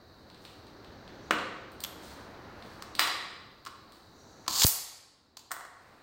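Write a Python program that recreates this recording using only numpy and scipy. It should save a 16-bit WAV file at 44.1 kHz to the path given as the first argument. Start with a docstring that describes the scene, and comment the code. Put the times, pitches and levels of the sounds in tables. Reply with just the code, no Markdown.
"""Spring tape measure on a wooden table

A small tape measure is handled in a bare, echoing room, over a faint rumble and hiss.
A plastic rod slaps the board; the case drops, is picked up, and its button lets the tape rattle in
and snap home so hard that a limiter ducks; then it is set down. Blows are bursts of tiny rebounds
shaped by the struck body, rubbing is a stream of random grains, and echoes are fading noise."""
import sys
import numpy as np
from scipy import signal
from scipy.fft import rfft, irfft
from scipy.io import wavfile
from scipy.ndimage import uniform_filter1d

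SR = 44100
rng = np.random.default_rng(int(sys.argv[2]) if len(sys.argv) > 2 else 0)


def unload_audio(sound):
    """Save the sound as a 16-bit wav file, at the path given as the first command line argument."""
    columns = np.transpose(np.atleast_2d(sound))
    # keep every value between -1 and 1, then stretch to whole-number steps
    steps = np.round(np.clip(columns, -1, 1) * 32767)
    wavfile.write(sys.argv[1], SR, steps.astype(np.int16))


N = 265834
TIME = np.arange(N) / SR

# In the tables, energy is that of one blow; tilt brightens (+) or dulls (-) it above 100 Hz;
# chatter sets how slowly its rebounds fade; room is the level sent to the echoes, against the direct sound.

# Resonances of the wooden board: f/Hz, width/Hz, lift/dB
BOARD_RESONANCES = [(309.5, 22, 11.5), (385.8, 16, 12), (515, 26, 7), (698, 49, 4), (1104, 40, 2),
                    (1320, 55, 3.5), (1485, 30, 3.5), (1720, 40, 2), (2300, 60, 3.5), (2910, 130, 4.5),
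                    (3430, 120, 3.5), (4000, 88, 4), (4680, 170, -2.5)]
# Resonances of the case: f/Hz, width/Hz, lift/dB
CASE_RESONANCES = [(1113, 220, 3.3), (3260, 110, 2), (4230, 90, 1.8), (4600, 216, 4.3), (5000, 150, 2.5),
                   (6470, 86, 4.8), (6540, 60, 2.9), (7530, 56, 2.3), (10300, 200, 3.4), (14370, 200, 2.8)]
# Broad colour of the spool: f/Hz, level/dB
SPOOL_COLOUR = [(150, -28), (550, -23.5), (950, -7), (2000, -17), (3000, -9), (4500, 1), (5700, -5),
                (7200, 0), (10500, -16.5), (14500, -9)]
# The tape snaps home: t/s, energy/dB, tilt/dB per octave, chatter/s, room/dB
SNAPS_HOME = [(4.6482, 7.6, 0.0023, 0.0015, 12.5), (4.6658, 22.36, 0.012, 0.0037, 5.1)]
# The tape runs in between these times (s)
REWIND_START_S, REWIND_END_S = 4.490, 4.643


def from_db(db):
    """Turn decibels into a gain."""
    return 10 ** (np.asarray(db) / 20)


def at_hz(points, hz):
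    """Read a table of (frequency, value) between its points, on a log-frequency axis."""
    f, value = np.transpose(points)
    return np.interp(np.log(np.maximum(hz, 1)), np.log(f), value)


def unit_energy(x):
    """Scale to a summed square of one."""
    return x / np.sqrt(np.sum(x ** 2) + 1e-20)


def through(x, response):
    """Pass a sound through an impulse response."""
    return signal.fftconvolve(x, response)[:N]


def add(track, s, sound):
    """Mix a sound into a track at a given time in seconds."""
    start = round(s * SR)
    track[start:start + len(sound)] += sound[:N - start]


def body(colour, resonances=(), tilt_db=0, size=8192):
    """How a body answers one sharp tap: a broad colour with resonances standing out of it."""
    hz = np.fft.rfftfreq(size, 1 / SR)
    db = at_hz(colour, hz) + tilt_db * np.log2(np.maximum(hz, 100))
    for centre, width, lift_db in resonances:
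        db = db + lift_db / (1 + (2 * (hz - centre) / width) ** 2)
    # Minimum phase: nothing rings before the blow
    cepstrum = irfft(np.log(from_db(db)))[:size // 2]
    cepstrum[1:] *= 2
    response = irfft(np.exp(rfft(cepstrum, size)))
    return unit_energy(response[:size // 2])


def chatter(decay_s, size=4096):
    """Force of one contact: a burst of tiny rebounds, roughly even in spectrum."""
    fade = np.exp(-TIME[:size] / decay_s)
    burst = rng.standard_normal(size) * fade * (1 - fade ** 5)
    spectrum = rfft(burst)
    even = irfft(spectrum / np.abs(spectrum))
    return unit_energy(even * fade ** (1 / 3))


def contacts(rows, colour, resonances):
    """Blows on one body, as a pair: sound straight to the microphone, sound into the room."""
    direct, into_room = np.zeros((2, N))
    for s, db, tilt_db, decay_s, room_db in rows:
        force = chatter(max(decay_s, 1 / SR))
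        blow = from_db(db) * through(force, body(colour, resonances, tilt_db))
        add(direct, s, blow)
        add(into_room, s, blow * from_db(room_db))
    return np.array([direct, into_room])


def alike(rows, decay_s, room_db):
    """Give a set of contacts one chatter setting and one room level."""
    return [(*row, decay_s, room_db) for row in rows]


def grains(per_s, spread_db):
    """Random tiny impacts of uneven size, with a mean power near one."""
    signs = rng.choice([-1, 1], N)
    sizes = from_db(spread_db * np.minimum(rng.exponential(1, N), 4)) * signs
    chance = np.maximum(per_s, 1) / SR  # of an impact in each sample
    hits = rng.random(N) < chance
    return hits * sizes / sizes.std() / np.sqrt(chance)


def strokes(rows, attack_s, release_s):
    """Gain of sliding movements: each swells up to its start, holds for its length and dies away."""
    gain = np.zeros(N)
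    for s, length_s, db in rows:
        early = np.maximum(s - TIME, 0)
        late = np.maximum(TIME - s - length_s, 0)
        gain += from_db(db) * np.exp(-early / attack_s - late / release_s)
    return gain


def rubbing(gain, colour, per_s, spread_db, room_db):
    """Two surfaces catch and slip in fine grains; gives the direct sound and the sound into the room."""
    rub = through(gain * grains(per_s, spread_db), body(colour))
    return np.outer([1, from_db(room_db)], rub)


def background():
    """A slowly swelling, distant outdoor rumble and a steady hiss, both made of coloured noise."""
    # Rumble level before a further 1 dB of gain: t/s, level/dB
    rumble_level = [(0.0, -58), (1.47, -48), (1.82, -51), (3.04, -52), (3.46, -57), (4.01, -61), (4.3, -57)]
    # Colour of the rumble: f/Hz, level/dB
    rumble_colour = [(20, -14), (45, -7.5), (82, 2), (150, -3.5), (300, -1), (600, -6.5), (1100, -10),
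                     (1700, -13.5), (2600, -25), (6000, -27.5), (15000, -78.5)]
    # Colour of the hiss: f/Hz, level/dB
    hiss_colour = [(200, 6.5), (1500, -12.5), (2700, -19), (3300, -25), (3800, 9.5), (4700, 7), (5500, -17),
                   (8700, -18), (9800, -23.5), (15000, -9.5)]
    s, level_db = np.transpose(rumble_level)
    swell = from_db(np.interp(TIME, s, level_db) + 1)
    rumble = swell * through(rng.standard_normal(N), body(rumble_colour))
    hiss = from_db(-64.5) * through(rng.standard_normal(N), body(hiss_colour))
    return rumble + hiss


def finger_rub(holding_db):
    """Fingers slide on tape and case in fine grains, faintly even while just holding."""
    # Finger slides: t/s, length/s, level/dB
    slides = [(.42, .04, -66), (2.03, 0.076, -59.5), (2.63, 0.1, -70.5), (3.93, 0.045, -74),
              (5.8, 0.25, -69.5)]
    # Colour of the finger rub: f/Hz, level/dB
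    colour = [(500, -5), (2500, -2), (4500, 7.5), (6500, 0.5), (9000, 0.5), (11000, -12), (15000, -3)]
    gain = from_db(holding_db) + strokes(slides, attack_s=0.023, release_s=0.05)
    return rubbing(gain, colour, per_s=2300, spread_db=5.5, room_db=6.0)


def tape_ticks():
    """The tape flexes and ticks, in small blows coloured by the thin tape."""
    # Ticks: t/s, energy/dB, tilt/dB per octave
    ticks = [(.2998, -31, -2), (.345, -31, -2.5), (.451, -23, -3.5), (.668, -33, 0), (.8456, -29, -4.5),
             (1.0771, -27, -5.5), (1.3352, -18, 1), (1.3854, -15, -3), (1.7176, -29, 10),
             (1.8037, -14.5, 9.5), (2.6235, -25, -5.5), (2.9511, -14.5, 2.5), (3.9211, -31.5, 6)]
    # Broad colour of the tape: f/Hz, level/dB
    colour = [(300, -30), (1000, -10.5), (2000, -7), (2900, -3.5), (4300, 4), (6500, -18.5), (8500, -8.5),
              (10500, -25), (15000, -21.5)]
    return contacts(alike(ticks, decay_s=0.0026, room_db=3.0), colour, ())


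def tape_drag():
    """The slack tape drags over the board in dense, even grains."""
    # Drags: t/s, length/s, level/dB
    drags = [(1.25, .03, -69), (2.82, 0.11, -70.5), (4.19, 0.39, -66.5)]
    # Colour of the dragging tape: f/Hz, level/dB
    colour = [(1000, -20), (4800, -24), (5700, 9.5), (6900, 2.5), (7800, -5.5), (15000, -30)]
    gain = strokes(drags, attack_s=0.064, release_s=0.03)
    return rubbing(gain, colour, per_s=8800, spread_db=0.0, room_db=-11.5)


def rod_slap():
    """The plastic rod slips from under the tape and slaps the board, which rings."""
    # The slap: t/s, energy/dB, tilt/dB per octave, chatter/s, room/dB
    slaps = [(1.3080, 10.5, 0, 0.0038, -1)]
    # Broad colour of the rod: f/Hz, level/dB
    colour = [(100, -24.5), (200, -9), (350, -8), (560, -5), (800, -9.5), (1200, 2.5), (1650, 0.5),
              (2100, -4.5), (2800, -7.5), (4200, -17.5), (8500, -22.5), (10500, -38.5), (15000, -29)]
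    return contacts(slaps, colour, BOARD_RESONANCES)


def grip_rustle():
    """The hand shifts its grip: a dull rustle of uneven grains."""
    # Grip shifts: t/s, length/s, level/dB
    shifts = [(1.85, 1.0, -55), (3.88, 0.063, -63.5), (4.42, .06, -66), (5.79, .24, -53)]
    # Colour of the rustle: f/Hz, level/dB
    colour = [(80, -9.5), (200, -4), (600, -1.5), (1000, 0.5), (1700, -3), (2500, -12), (8000, -35)]
    gain = strokes(shifts, attack_s=0.08, release_s=0.23)
    return rubbing(gain, colour, per_s=4000, spread_db=3.0, room_db=-3.5)


def tab_hits():
    """The tab on the tape's end strikes the board, and later the case, and rings."""
    # Strikes: t/s, energy/dB, tilt/dB per octave, chatter/s, room/dB
    strikes = [(1.8370, -4.5, 2.5, 0.0034, -5), (1.8472, -9, -2.5, .002, -17),
               (4.6180, 0.5, -2, .003, -2.5)]
    # Broad colour of the end tab: f/Hz, level/dB
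    colour = [(300, -21.5), (1100, -7.5), (2200, -4), (3200, -5.5), (4800, -4), (6500, -3), (8500, -5.5),
              (10800, -15), (15000, -11)]
    # Resonances of the end tab: f/Hz, width/Hz, lift/dB
    resonances = [(3320, 920, 12), (12700, 460, 19.5)]
    return contacts(strikes, colour, resonances)


def case_touches():
    """Fingers knock the case, in small blows coloured by the held case."""
    # Knocks: t/s, energy/dB, tilt/dB per octave
    touches = [(2.8226, -15, 3), (3.6505, -22, 4), (3.6622, -16, 1), (3.668, -12.5, -1), (3.674, -22, 3),
               (4.4636, -23, -1), (4.4795, -7.5, -5.5)]
    # Broad colour of the held case: f/Hz, level/dB
    colour = [(150, -33), (400, -19), (800, -15), (1100, 5.5), (1700, -7.5), (2600, -14), (3700, -13),
              (4800, -8), (6300, -19), (8500, -17.5), (10500, -35), (15000, -27)]
    return contacts(alike(touches, decay_s=0.003, room_db=-2.5), colour, BOARD_RESONANCES)


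def case_drop():
    """The case drops onto the board and bounces, one blow for each landing."""
    # Drop and bounces: t/s, energy/dB, tilt/dB per octave, chatter/s, room/dB
    drops = [(2.9892, -12.5, -2, 0.0022, 1), (2.9934, 10, -0.5, 0.0025, 4), (3.0195, -13, -1, .002, 6),
             (3.074, -2, -1.8, 0.002, -4)]
    # Broad colour of the dropped case: f/Hz, level/dB
    colour = [(150, -38), (350, -23), (880, -13), (1130, -3.5), (1650, -5), (2050, -5), (2750, -12),
              (3700, -6.5), (4900, -5), (6300, -16.5), (8500, -12), (10500, -25), (15000, -16)]
    return contacts(drops, colour, BOARD_RESONANCES)


def button_clicks():
    """The button and its catch click, heard through the spool and case."""
    # Clicks: t/s, energy/dB, tilt/dB per octave
    clicks = [(4.4789, -1.5, -3), (5.3694, -6.5, -3), (5.392, -17, 0)]
    return contacts(alike(clicks, decay_s=0.0042, room_db=-2), SPOOL_COLOUR, CASE_RESONANCES)


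def spool_speed(s):
    """The spring pulls evenly: speed rises from 0 to 1 over the rewind."""
    return np.clip((s - REWIND_START_S) / (REWIND_END_S - REWIND_START_S), 0, 1)


def rewind(room_db):
    """The spring speeds the spool up; the tape knocks ever faster and louder against the slot."""
    start_db, full_db = -38.5, -22  # rattle level at rest and at full speed
    start_per_s, full_per_s = 800, 4600  # knocks per second
    speed = spool_speed(TIME)
    level_db = start_db + (full_db - start_db) * speed
    per_s = start_per_s * (full_per_s / start_per_s) ** speed
    running = (TIME > REWIND_START_S) & (TIME < REWIND_END_S)
    knocks = running * from_db(level_db) * grains(per_s, spread_db=1.5)
    rattle = through(knocks, body(SPOOL_COLOUR, CASE_RESONANCES))
    return np.outer([1, from_db(room_db)], rattle)


def spool_clacks(count, tilt_db):
    """The spool clacks as it speeds up: ever closer, ever harder blows."""
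    start_s, first_gap_s = 4.5541, 0.042
    gap_share = 0.575  # each gap is this share of the one before
    start_db, full_db = -16, 6  # energy at rest and at full speed
    gaps = first_gap_s * gap_share ** np.arange(count - 1)
    times = start_s + np.append(0, np.cumsum(gaps))
    clacks = [(s, start_db + (full_db - start_db) * spool_speed(s), tilt_db) for s in times]
    return contacts(alike(clacks, decay_s=0.0033, room_db=-4.0), SPOOL_COLOUR, CASE_RESONANCES)


def end_snaps():
    """The tape hits its end stop in hard, bright blows that ring the case."""
    # Broad colour of the end stop: f/Hz, level/dB
    colour = [(200, -21.5), (550, -16.5), (950, -8), (1700, -10), (3000, -11.5), (4500, -2.5), (7500, 3),
              (11000, 0), (14500, 4), (16000, 3.5)]
    return contacts(SNAPS_HOME, colour, CASE_RESONANCES)


def microphone_thump(db, hz, q, decay_s):
    """The snap overloads the microphone: a jump in pressure that swings back through its bass cut."""
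    age = TIME - SNAPS_HOME[0][0]
    jump = from_db(db) * (age > 0) * np.exp(-np.abs(age) / decay_s)
    w = 2 * np.pi * hz / SR
    bass_cut = signal.bilinear([1, 0, 0], [1, w / q, w * w])
    return signal.lfilter(*bass_cut, jump + 1e-18)


def set_down():
    """The case is set down on the board, then rocks to rest in even, fading beats."""
    # Landing: t/s, energy/dB, tilt/dB per octave
    landing = [(5.5075, -5, -2.5), (5.5152, 5.5, 1.5), (5.521, -2.5, 1.5)]
    # Broad colour of the case lying flat on the board: f/Hz, level/dB
    colour = [(150, -27), (400, -18), (750, -4), (1100, 3.5), (2000, -0.5), (2450, -20), (4600, -12.5),
              (6300, -14), (8600, -8), (10500, -26), (15000, -14)]
    start_s, period_s = 5.565, 0.0425
    first_db, loss_db, tilt_db = -7, 1, -3  # each beat is weaker by loss_db
    beats = [(start_s + k * period_s, first_db - k * loss_db, tilt_db) for k in range(3)]
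    blows = alike(landing, decay_s=0.0048, room_db=-1.8) + alike(beats, decay_s=0.0038, room_db=-3.0)
    return contacts(blows, colour, BOARD_RESONANCES)


def room(x, build_s, first_echo_s, size=65536):
    """Diffuse echoes, made of noise, that build up quickly and mostly die sooner in the treble."""
    # Time for the echoes to fall by 60 dB: f/Hz, t/s
    fall_time = [(100, 1.17), (400, 0.93), (1500, 0.9275), (3200, 0.83), (4600, 0.9355), (6500, 0.5435),
                 (9000, 0.65), (13000, 0.34), (16000, 0.17)]
    # Colour the room adds: f/Hz, level/dB
    colour = [(100, 4.5), (300, 1.5), (700, 3), (1300, -1.5), (2500, 0.5), (5000, -1.5), (9000, -2),
              (15000, 4.5)]
    t, hz = TIME[:size], np.fft.rfftfreq(size, 1 / SR)
    noise = rfft(rng.standard_normal(size)) * from_db(at_hz(colour, hz))
    centres = np.geomspace(100, 16000, 16)
    tail = 0
    # Overlapping bands share the noise, and each fades at its own pace
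    for centre, share in zip(centres, np.eye(len(centres))):
        band = irfft(noise * np.interp(hz, centres, share))
        tail = tail + band * np.exp(-np.log(1000) * t / at_hz(fall_time, centre))
    onset = 1 - np.exp(-np.maximum(t - first_echo_s, 0) / build_s)
    return through(x, tail * onset * from_db(-34))


def scene():
    """All contacts, rubbing and the rewind, heard directly and through the room."""
    handling = finger_rub(holding_db=-82) + tape_ticks() + tape_drag() + grip_rustle() + tab_hits()
    table_blows = rod_slap() + case_touches() + case_drop() + set_down()
    spool = button_clicks() + rewind(room_db=-2.5) + spool_clacks(count=5, tilt_db=-0.2) + end_snaps()
    direct, into_room = handling + table_blows + spool
    echoes = room(into_room, build_s=0.002, first_echo_s=0.0012)
    thump = microphone_thump(db=-1.0, hz=92.2, q=1.52, decay_s=0.014)
    return (direct + echoes + thump + background())[None]


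def limiter(x, threshold_db, release_db_per_s, ahead_s):
    """Gain drops just ahead of a loud peak and creeps back."""
    power = uniform_filter1d(x[0] ** 2, size=44)
    level_db = 10 * np.log10(np.maximum(power, 1e-12))
    excess_db = np.maximum(level_db - threshold_db, 0)
    # Hold the largest excess so far, letting it shrink at a steady pace
    release_db = release_db_per_s * TIME
    held_db = np.maximum.accumulate(excess_db + release_db) - release_db
    smooth_db = uniform_filter1d(held_db, size=88)
    return x * from_db(-np.interp(TIME + ahead_s, TIME, smooth_db))


def record(dry):
    """The recorder's limiter, then a steep cut of everything above 15.9 kHz."""
    limited = limiter(dry, threshold_db=-12.5, release_db_per_s=5.5, ahead_s=0.0028)
    top_cut = signal.ellip(12, 0.1, 80, 15900, fs=SR, output="sos")
    return signal.sosfilt(top_cut, limited)


dry = scene()
out = record(dry)
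unload_audio(out)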